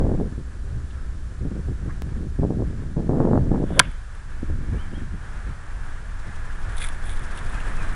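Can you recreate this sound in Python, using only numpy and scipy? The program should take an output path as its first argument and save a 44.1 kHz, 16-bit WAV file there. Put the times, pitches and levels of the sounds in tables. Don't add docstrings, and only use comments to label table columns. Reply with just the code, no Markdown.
import sys
import numpy as np
from scipy import signal
from scipy.fft import rfft, irfft, next_fast_len
from scipy.io import wavfile
from scipy.ndimage import uniform_filter1d, map_coordinates

SR = 44100
rng = np.random.default_rng(int(sys.argv[2]) if len(sys.argv) > 2 else 0)


def master(y):
    cut = np.clip(np.atleast_2d(y).T, -1, 1)
    pcm = np.round(cut * 32767)
    wavfile.write(sys.argv[1], SR, pcm.astype(np.int16))


N = 350595
T = np.arange(N) / SR
STRIKE_S, FLUTTER_FROM_S = 3.7933, 6.1

# (time [s], level [dB])
RUSH_LEVEL = [(0, -52), (.7, -53), (.97, -51.5), (1.22, -54), (1.65, -50.5), (2.3, -52.5), (3.4, -52),
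              (4.25, -49.5), (4.66, -47), (4.79, -45.5), (4.96, -46.5), (5.08, -48), (5.3, -45),
              (5.6, -47.5), (5.9, -43), (6.12, -45), (6.33, -42.5), (6.54, -44), (6.74, -39.5),
              (6.98, -41.5), (7.25, -40.5), (7.5, -38.5), (7.87, -38)]
# (time [s], length [s], start [Hz], middle [Hz], end [Hz], waver [Hz], level [dB])
BIRD_CALLS = [(.86, .24, 1280, 1330, 1285, 30, -55), (4.772, .08, 2620, 3130, 2980, 12, -51.5),
              (4.926, .072, 2620, 3270, 3030, 12, -50.5), (7.525, .06, 2750, 2500, 2470, 25, -48),
              (7.772, .06, 2720, 2490, 2420, 25, -44.5)]
# (time [s], level [dB])
BREEZE_LEVEL = [(0, -48), (1.1, -47), (2.2, -43), (3.7, -44), (4, -53.5), (4.25, -50), (4.5, -43), (5, -44),
                (5.6, -50), (6.7, -48), (7.95, -42.5)]
# (time [s], length [s], level [dB])
WIND_GUSTS = [(0, 0.15, -25), (0.169, 0.062, -26.5), (0.24, 0.035, -31), (0.313, 0.018, -36),
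              (0.373, 0.031, -35.5), (0.699, 0.16, -48.5), (1.409, 0.04, -35.5), (1.444, 0.032, -32.5),
              (1.508, 0.021, -32), (1.548, 0.049, -33.5), (1.673, 0.048, -34.5), (1.814, .02, -35),
              (1.856, 0.025, -32.5), (2.017, .11, -38.5), (2.16, 0.11, -35), (2.385, 0.029, -29.5),
              (2.417, 0.041, -25), (2.465, .035, -31), (2.498, 0.039, -26.5), (2.547, 0.0345, -32),
              (2.583, 0.051, -28), (2.639, 0.074, -33.5), (2.718, 0.21, -38), (2.962, 0.049, -26.5),
              (3.02, 0.069, -29), (3.094, .06, -23.5), (3.153, .14, -21), (3.306, 0.079, -20.5),
              (3.397, 0.12, -28.5), (3.509, 0.07, -23.5), (3.595, 0.046, -25), (3.658, .12, -33),
              (3.703, 0.0273, -30), (3.785, 0.03, -32), (3.839, 0.052, -39), (4.424, 0.012, -35.5),
              (4.484, 0.048, -36), (4.549, 0.099, -40.5), (4.68, 0.02, -36), (4.717, 0.051, -33),
              (4.909, 0.03, -37.5), (4.963, 0.016, -37), (5.012, 0.017, -35.5), (5.12, 0.026, -38),
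              (5.467, 0.037, -38.5), (6.264, 0.037, -41.5)]
# (time [s], level [dB])
RUMBLE_LEVEL = [(0, -18.5), (.4, -31.5), (1.2, -31), (2.9, -28.5), (3.4, -23.5), (4.1, -32.5),
                (4.55, -26.5), (5.2, -30), (6.4, -28), (6.75, -23), (7.1, -26), (7.95, -21.5)]
# (time [s], half-length [s], level [dB])
EDDY_BOOMS = [(0.744, 0.049, -26), (1.699, 0.039, -23.5), (2.62, .06, -24), (3.4, 0.092, -25),
              (4.512, .045, -24), (4.721, 0.037, -27.5), (5.503, 0.036, -29.5), (6.681, 0.028, -27.5)]
# (time [s], relative level [dB], half-width [s])
EDDY_CORES = [(0.024, -19.5, 0.00059), (0.067, -15.5, 0.00053), (0.093, -11, 0.00071), (0.117, -15, .0006),
              (0.2, -17.5, 0.00048), (.211, -15.5, 0.00062), (1.453, -19, 0.00081), (1.69, -21, 0.0027),
              (1.719, -29, .0007), (2.397, -10.5, 0.0013), (2.433, -11.5, 0.00052), (2.44, -15.5, 0.00051),
              (2.45, -11, 0.00067), (2.506, -14, 0.00057), (2.572, -11.5, 0.0012), (2.622, -14.5, .0006),
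              (2.98, -19.5, 0.00057), (3.094, -10, .0005), (3.203, -7.5, 0.00039), (3.252, -8.5, 0.00049),
              (3.273, -9.5, 0.00052), (3.313, -14, 0.00041), (3.333, -9.5, 0.00032),
              (3.356, -12.5, 0.00034), (3.376, -8, 0.00036), (3.422, -5.5, .0025), (3.517, -7.5, 0.00069),
              (3.546, -12, .0005), (3.559, -17, 0.00034), (3.64, -13.5, 0.00059), (3.706, -17, 0.00058),
              (4.431, -16.5, .001)]
# (time [s], half-length [s], level [dB])
SLEEVE_STROKES = [(6.831, 0.037, -37), (7.099, 0.046, -45.5), (7.364, 0.015, -52), (7.475, 0.029, -59)]
# (time [s], relative level [dB])
FINGER_TICKS = [(3.915, -37.5), (4.151, -40.5), (6.769, -28.5), (6.782, -26), (6.869, -26), (6.8877, -26),
                (7.0946, -31.5), (7.194, -35), (7.375, -28.5), (7.39, -32), (7.521, -43.5), (7.6033, -36)]
# (time [s], half-length [s], centre frequency [Hz], level [dB])
SCUFF_STROKES = [(0.912, 0.01, 3400, -56), (1.897, 0.014, 1198, -46), (1.909, 0.013, 1640, -45),
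                 (3.817, 0.0031, 1490, -27), (3.836, 0.0032, 2320, -42), (3.853, 0.0049, 2303, -42.5),
                 (6.823, 0.01, 2306, -41), (6.832, 0.014, 3916, -46.5), (7.382, .007, 3210, -43.5),
                 (7.605, 0.0043, 2370, -40)]
# (frequency [Hz], relative level [dB])
HEAD_MODES = [(1500, 2.5), (2000, -12), (2220, 0), (2410, 2), (2675, -12), (2860, -13), (3100, 0.5),
              (3330, -2.5), (3580, -4), (3850, -3.5), (4180, -3.5), (4420, -5), (4630, -4), (4850, -1.5),
              (5380, -4), (5870, 0), (6200, -5), (7100, -8.5), (7395, -4), (8090, -3), (9000, -1),
              (9660, 0), (10400, -3)]
# (frequency [Hz], relative level [dB], t60 [s])
MAT_MODES = [(524, -18, 0.022), (740.4, -12, 0.024), (998, -3, 0.023), (1403, -2, 0.021),
             (1614, 2.5, 0.017), (3300, -4, 0.014)]

# (frequency [Hz], relative spectral density [dB])
FIELD_SPECTRUM = [(60, -28), (200, -3.5), (380, -2.5), (550, -3), (850, -2), (1300, 1.5), (1700, 4),
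                  (2000, -5.5), (2350, -8.5), (2800, -13.5), (3400, -15), (4500, -22.5), (10000, -22),
                  (11000, -31.5)]
HISS_SPECTRUM = [(200, -1), (3000, 12), (5500, 12), (8500, 9.5), (10200, 8), (11000, -7)]
DRONE_SPECTRUM = [(35, -29), (55, 5), (66, 5.5), (78, -3.5), (105, -12), (170, -30), (270, -25.5),
                  (400, -28.5), (520, -32), (900, -44), (2000, -60.5)]
RUMBLE_SPECTRUM = [(8, -36), (18, 10), (30, -6), (48, -4.5), (65, -17.5), (90, -23), (140, -44.5),
                   (1200, -120)]
THROB_SPECTRUM = [(30, -8), (55, 3), (75, 5), (110, -5), (150, -11), (1200, -120)]
CLOTH_SPECTRUM = [(500, -28), (1500, 2), (2300, 7.5), (2800, -12), (3400, 9.5), (4200, -6.5), (4900, -13),
                  (6300, -9.5), (7800, -4), (10000, 6.5), (11000, -6)]
WHOOSH_SPECTRUM = [(200, -14), (430, 7.5), (570, 18.5), (700, 2.5), (850, -2), (1060, 2), (1300, -6),
                   (1700, -6), (2500, -28), (3500, -18), (5000, -39.5), (10000, -52)]
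SHAFT_SPECTRUM = [(500, -3.5), (1100, -2), (1700, 1), (2400, -16), (3500, -4.5), (4500, -37),
                  (10000, -18.5)]
CRACK_SPECTRUM = [(100, -11), (600, -11), (1900, 13), (2600, 5), (3500, 9.5), (4600, 3), (6600, -8.5),
                  (7400, 4.5), (10000, -0.5), (11000, 1.5)]


def amp(db):
    return 10 ** (np.asarray(db) / 20)


def unit(x):
    return x / np.sqrt(np.mean(x ** 2) + 1e-20)


def envelope(rows):
    return np.interp(T, *np.transpose(rows))


def wobble(rate):
    return map_coordinates(rng.standard_normal(int(N * rate / SR) + 4), [T * rate])


def swell(s, half_s, db):
    return amp(db) * np.exp(-np.minimum(((T - s) / half_s) ** 2, 20))


def impulses(rate):
    return rng.standard_normal(N) * (rng.random(N) < rate / SR)


def filtered(x, response):
    size = next_fast_len(N + SR // 2)
    return irfft(rfft(x, size) * response(np.fft.rfftfreq(size, 1 / SR)), size)[:N]


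def coloured(x, spectrum):
    hz, db = np.transpose(spectrum)
    return filtered(x, lambda f: amp(np.interp(np.log(f + 1), np.log(hz), db)))


def noise(spectrum):
    return unit(coloured(rng.standard_normal(N), spectrum))


def butter(x, hz, kind, order=2):
    return signal.sosfilt(signal.butter(order, hz, kind, fs=SR, output="sos"), x)


def steady(x, seconds, low_hz=1):
    size = int(seconds * SR / 2)
    power = filtered(x, lambda hz: 1 / (1 + (low_hz / (hz + 1)) ** 10)) ** 2
    mean_power = uniform_filter1d(uniform_filter1d(power, size), size)
    return x / np.sqrt(np.abs(mean_power) + 1e-12)


def field(dips, waver_db=-0.5, ripple_db=0.87, flicker_db=-12, hiss_db=-60, whine_hz=7402, whine_db=-75):
    far_db = envelope(RUSH_LEVEL)
    rush = amp(far_db + waver_db * wobble(4.6) + ripple_db * wobble(16)) * noise(FIELD_SPECTRUM)
    flicker = amp(far_db + flicker_db) * dips * noise(HISS_SPECTRUM)
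    whine = amp(whine_db) * np.sqrt(2) * np.sin(2 * np.pi * whine_hz * T)
    return rush + amp(hiss_db) * noise(HISS_SPECTRUM) + flicker + whine


def drone(db=-33, hold_s=2.4, fade_db_per_s=23, tone_hz=398, tone_db=-25, waver_hz=4, waver_db=3):
    level_db = db - fade_db_per_s * np.maximum(T - hold_s, 0)
    tone_gain = amp(tone_db + waver_db * wobble(4.8))
    tone = tone_gain * np.sin(2 * np.pi * np.cumsum(tone_hz + waver_hz * wobble(12)) / SR)
    return amp(level_db) * (steady(noise(DRONE_SPECTRUM), .2) + tone)


def far_whistle(at_s=4.76, half_s=0.2, centre_hz=2310, width_hz=110, db=-60):
    band = filtered(rng.standard_normal(N), lambda hz: np.exp(-((hz - centre_hz) / width_hz) ** 2))
    return swell(at_s, half_s, db) * unit(band)


def birds(wet_db=-7, t60=0.4):
    calls, waver = np.zeros(N), wobble(110)
    for s, length, start_hz, middle_hz, end_hz, waver_hz, db in BIRD_CALLS:
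        span = slice(int(s * SR), int((s + length) * SR))
        progress = (T[span] - s) / length
        arc = np.polyfit([0, .5, 1], [start_hz, middle_hz, end_hz], 2)
        hz = np.polyval(arc, progress) + waver_hz * waver[span]
        calls[span] += amp(db) * np.sin(np.pi * progress) * np.sin(2 * np.pi * np.cumsum(hz) / SR)
    tail = rng.standard_normal(SR // 2) * amp(-60 * T[:SR // 2] / t60)
    return calls + amp(wet_db) * signal.fftconvolve(calls, tail / np.linalg.norm(tail))[:N]


def wind_level(attack_s=0.01204, release_s=.014, sag_db_per_s=3):
    t = np.arange(0, N / SR, .001)
    power = amp(np.interp(t, *np.transpose(BREEZE_LEVEL))) ** 2
    for start, length, db in WIND_GUSTS:
        age = t - start
        attack = np.clip(age / attack_s + .5, 0, 1)
        sag_db = sag_db_per_s * (np.clip(age, 0, length) - length / 2)
        release = np.exp(-np.clip((age - length) / release_s, 0, 20))
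        power += (amp(db - sag_db) * attack * release) ** 2
    return np.interp(T, t, 10 * np.log10(power))


def flutter(start_hz=11, rise_hz_per_s=2.082, half_s=0.011, jitter_beats=0.098, spread_db=2):
    rate_hz = (start_hz + rise_hz_per_s * (T - FLUTTER_FROM_S)) * (T > FLUTTER_FROM_S)
    beats = np.cumsum(rate_hz) / SR
    jitter, depth = rng.standard_normal((80, 2))[:int(beats[-1])].T
    at = np.searchsorted(beats, np.arange(len(jitter)) + 1 + jitter_beats * jitter)
    dip = np.exp(-(np.arange(-(SR // 20), SR // 20) / SR / half_s) ** 2)
    return signal.fftconvolve(np.bincount(at, amp(spread_db * depth), N)[:N], dip, "same")


def rumble(wind_db, dips, swing_db=3, calm_db=-5, dip_db=7, throb_db=-11, throb_slope=0.58):
    eddy_db = swing_db * wobble(12) + calm_db * np.clip(T - FLUTTER_FROM_S, 0, 1)
    eddies = amp(eddy_db) * steady(noise(RUMBLE_SPECTRUM), 0.12)
    deep = amp(envelope(RUMBLE_LEVEL)) * (eddies - amp(dip_db) * butter(dips, 2.2, "high", order=1))
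    gust_gain = amp(throb_db + throb_slope * np.minimum(wind_db, -32))
    boom_gain = sum(swell(*boom) for boom in EDDY_BOOMS)
    return deep + np.hypot(gust_gain, boom_gain) * steady(noise(THROB_SPECTRUM), 0.027)


def buffet(wind_db, eddy_rate=1100, eddy_s=0.00066, lull_db=-47, puff_db=1.03, core_db=6):
    speed = 10 ** ((np.clip(wind_db, -42, -21.5) + 23) / 52)
    passed = np.cumsum(eddy_rate * speed) / SR
    jitter, size, height = rng.standard_normal((int(passed[-1]), 3)).T
    at = np.clip(np.searchsorted(passed, np.arange(len(jitter)) + jitter), 0, N - 1)
    width = eddy_s * SR / speed[at] * np.exp(.2 * size)
    lag = np.arange(-450, 451)
    pulses = height[:, None] * np.hanning(len(lag)) / (1 + (lag / width[:, None]) ** 2)
    samples = np.clip(at[:, None] + lag, 0, N + 1)
    pressure = np.bincount(samples.ravel(), pulses.ravel(), N + 2)[1:N + 1]
    strength = amp(wind_db + puff_db * wobble(45)) / np.sqrt(1 + amp(lull_db - wind_db) ** 2)
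    eddies = strength * steady(butter(pressure, 115, "high", order=3), 0.057, low_hz=138.7)
    suction = sum(amp(db + core_db) / (1 + ((T - s) / half_s) ** 2) for s, db, half_s in EDDY_CORES)
    return eddies - butter(butter(suction, 200, "high", order=1), 1750, "low", order=6)


def sleeve(grain_rate=3000, rub_db=-9, rub_low_hz=1900, rub_high_hz=3000, flicker_db=2):
    strokes = sum(amp(db) / (1 + np.abs((T - s) / half_s) ** 3) for s, half_s, db in SLEEVE_STROKES)
    grains = unit(coloured(impulses(grain_rate), CLOTH_SPECTRUM))
    rub = butter(rng.standard_normal(N), rub_low_hz, "high", order=4)
    rub = unit(butter(rub, rub_high_hz, "low", order=4))
    return strokes * amp(flicker_db * wobble(120)) * (grains + amp(rub_db) * rub)


def fingers(t60=0.02, gain_db=-6, crackle_from_s=6.6, crackle_rate=30, crackle_db=-38):
    ticks = sum(amp(db - 60 * np.abs(T - s) / t60) * (T >= s) for s, db in FINGER_TICKS)
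    touches = rng.random(N) * (rng.random(N) < crackle_rate / SR) * (T > crackle_from_s)
    crackle = amp(crackle_db) * signal.fftconvolve(touches, amp(-60 * T[:SR // 20] / t60))[:N]
    return amp(gain_db) * (ticks + crackle) * noise(CLOTH_SPECTRUM)


def case_ring(slip_rate=260, gain_db=-1, stroke_share=0.43, low_hz=2160, high_hz=2420, t60=0.029):
    s, half_s, db = SLEEVE_STROKES[0]
    stroke = amp(db + gain_db) / (1 + ((T - s) / (stroke_share * half_s)) ** 4)
    t = T[:SR // 20]
    modes = amp(-60 * t / t60) * (np.sin(2 * np.pi * low_hz * t) - np.sin(2 * np.pi * high_hz * t))
    return stroke * unit(signal.fftconvolve(impulses(slip_rate), modes)[:N])


def scuffs(octaves=0.4):
    out, bristles = np.zeros(N), rfft(rng.standard_normal(SR // 2))
    hz = np.fft.rfftfreq(SR // 2, 1 / SR)
    for s, half_s, centre_hz, db in SCUFF_STROKES:
        band = np.exp(-(np.log2((hz + 1) / centre_hz) / octaves) ** 2)
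        brush = unit(irfft(bristles * band))
        span = slice(int(s * SR) - len(brush) // 2, int(s * SR) + len(brush) // 2)
        out[span] += amp(db) * np.exp(-((T[span] - s) / half_s) ** 2) * brush
    return out


def reflections(x, dull_hz=3400, near_db=-29, near_t60=0.077, far_db=-30, far_t60=0.57):
    tail = lambda t60: unit(rng.standard_normal(SR) * amp(-60 * T[:SR] / t60)) / np.sqrt(SR)
    response = amp(near_db) * tail(near_t60) + amp(far_db) * tail(far_t60)
    return butter(signal.fftconvolve(x, response)[:N], dull_hz, "low", order=4)


def swish(head_db=-25, shaft_db=-42):
    passing = lambda lead_s, half_s: 1 / (1 + ((T - STRIKE_S + lead_s) / half_s) ** 2)
    head = amp(head_db) * noise(WHOOSH_SPECTRUM) * passing(lead_s=0.0082, half_s=0.012)
    shaft = amp(shaft_db) * noise(SHAFT_SPECTRUM) * passing(lead_s=0.0092, half_s=0.065)
    return head + shaft


def mat_slap(t, delay_s=.0046, knock_db=1, soft_s=0.0005, thud_db=-13, thud_hz=170, thud_t60=0.027):
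    age = np.maximum(t - delay_s, 0)
    knock = sum(amp(knock_db + db - 60 * age / t60) * np.sin(2 * np.pi * hz * age)
                for hz, db, t60 in MAT_MODES)
    cushion = 1 - np.exp(-age / soft_s)
    thud = amp(thud_db - 60 * t / thud_t60) * np.sin(2 * np.pi * thud_hz * t)
    return knock * cushion + thud


def face_crack(t, burst, ring_db=-4, burst_db=-6, rise_s=0.000076, travel_s=.0025, contact_s=.0059,
               after_db=-19, after_hold_s=.0046, after_t60=0.045, after_top_hz=3700):
    lowest_hz = HEAD_MODES[0][0]
    ring = unit(sum(amp(db) * np.sin(2 * np.pi * hz * (t - travel_s * np.sqrt(lowest_hz / hz)))
                    for hz, db in HEAD_MODES))
    face = (1 - np.exp(-t / rise_s)) * (amp(ring_db) * ring + amp(burst_db) * burst)
    contact = np.exp(-(t / contact_s) ** 24)
    decay = amp(after_db - 60 * np.maximum(t - after_hold_s, 0) / after_t60)
    after = decay * butter(face, after_top_hz, "low", order=4)
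    return contact * face + (1 - contact) * after


def strike():
    span = slice(int(STRIKE_S * SR), int(STRIKE_S * SR) + SR // 4)
    t, out = np.maximum(T[span] - STRIKE_S, 0), np.zeros(N)
    out[span] = face_crack(t, noise(CRACK_SPECTRUM)[span]) + mat_slap(t)
    return out


def scene():
    shot, wind_db, dips = strike(), wind_level(), flutter()
    wind = buffet(wind_db) + rumble(wind_db, dips)
    background = drone() + field(dips) + far_whistle() + birds()
    golf = swish() + shot + reflections(shot)
    handling = sleeve() + fingers() + case_ring() + scuffs()
    return (background + wind + handling + golf)[None]


def record(dry, overload=0.99, band_hz=10750, top_hz=16000,
           click_s=2.0209, click_db=-19, click_decay_s=0.001116):
    overloaded = np.clip(dry[0], -overload, overload)
    narrow = filtered(overloaded, lambda hz: 1 / np.sqrt(1 + (hz / band_hz) ** 90))
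    click = -amp(click_db) * (T >= click_s) * np.exp(-np.abs(T - click_s) / click_decay_s)
    clipped = np.clip(narrow + click, -1, 1)
    return filtered(clipped, lambda hz: 1 / np.sqrt(1 + (hz / top_hz) ** 80))[None]


dry = scene()
out = record(dry)
master(out)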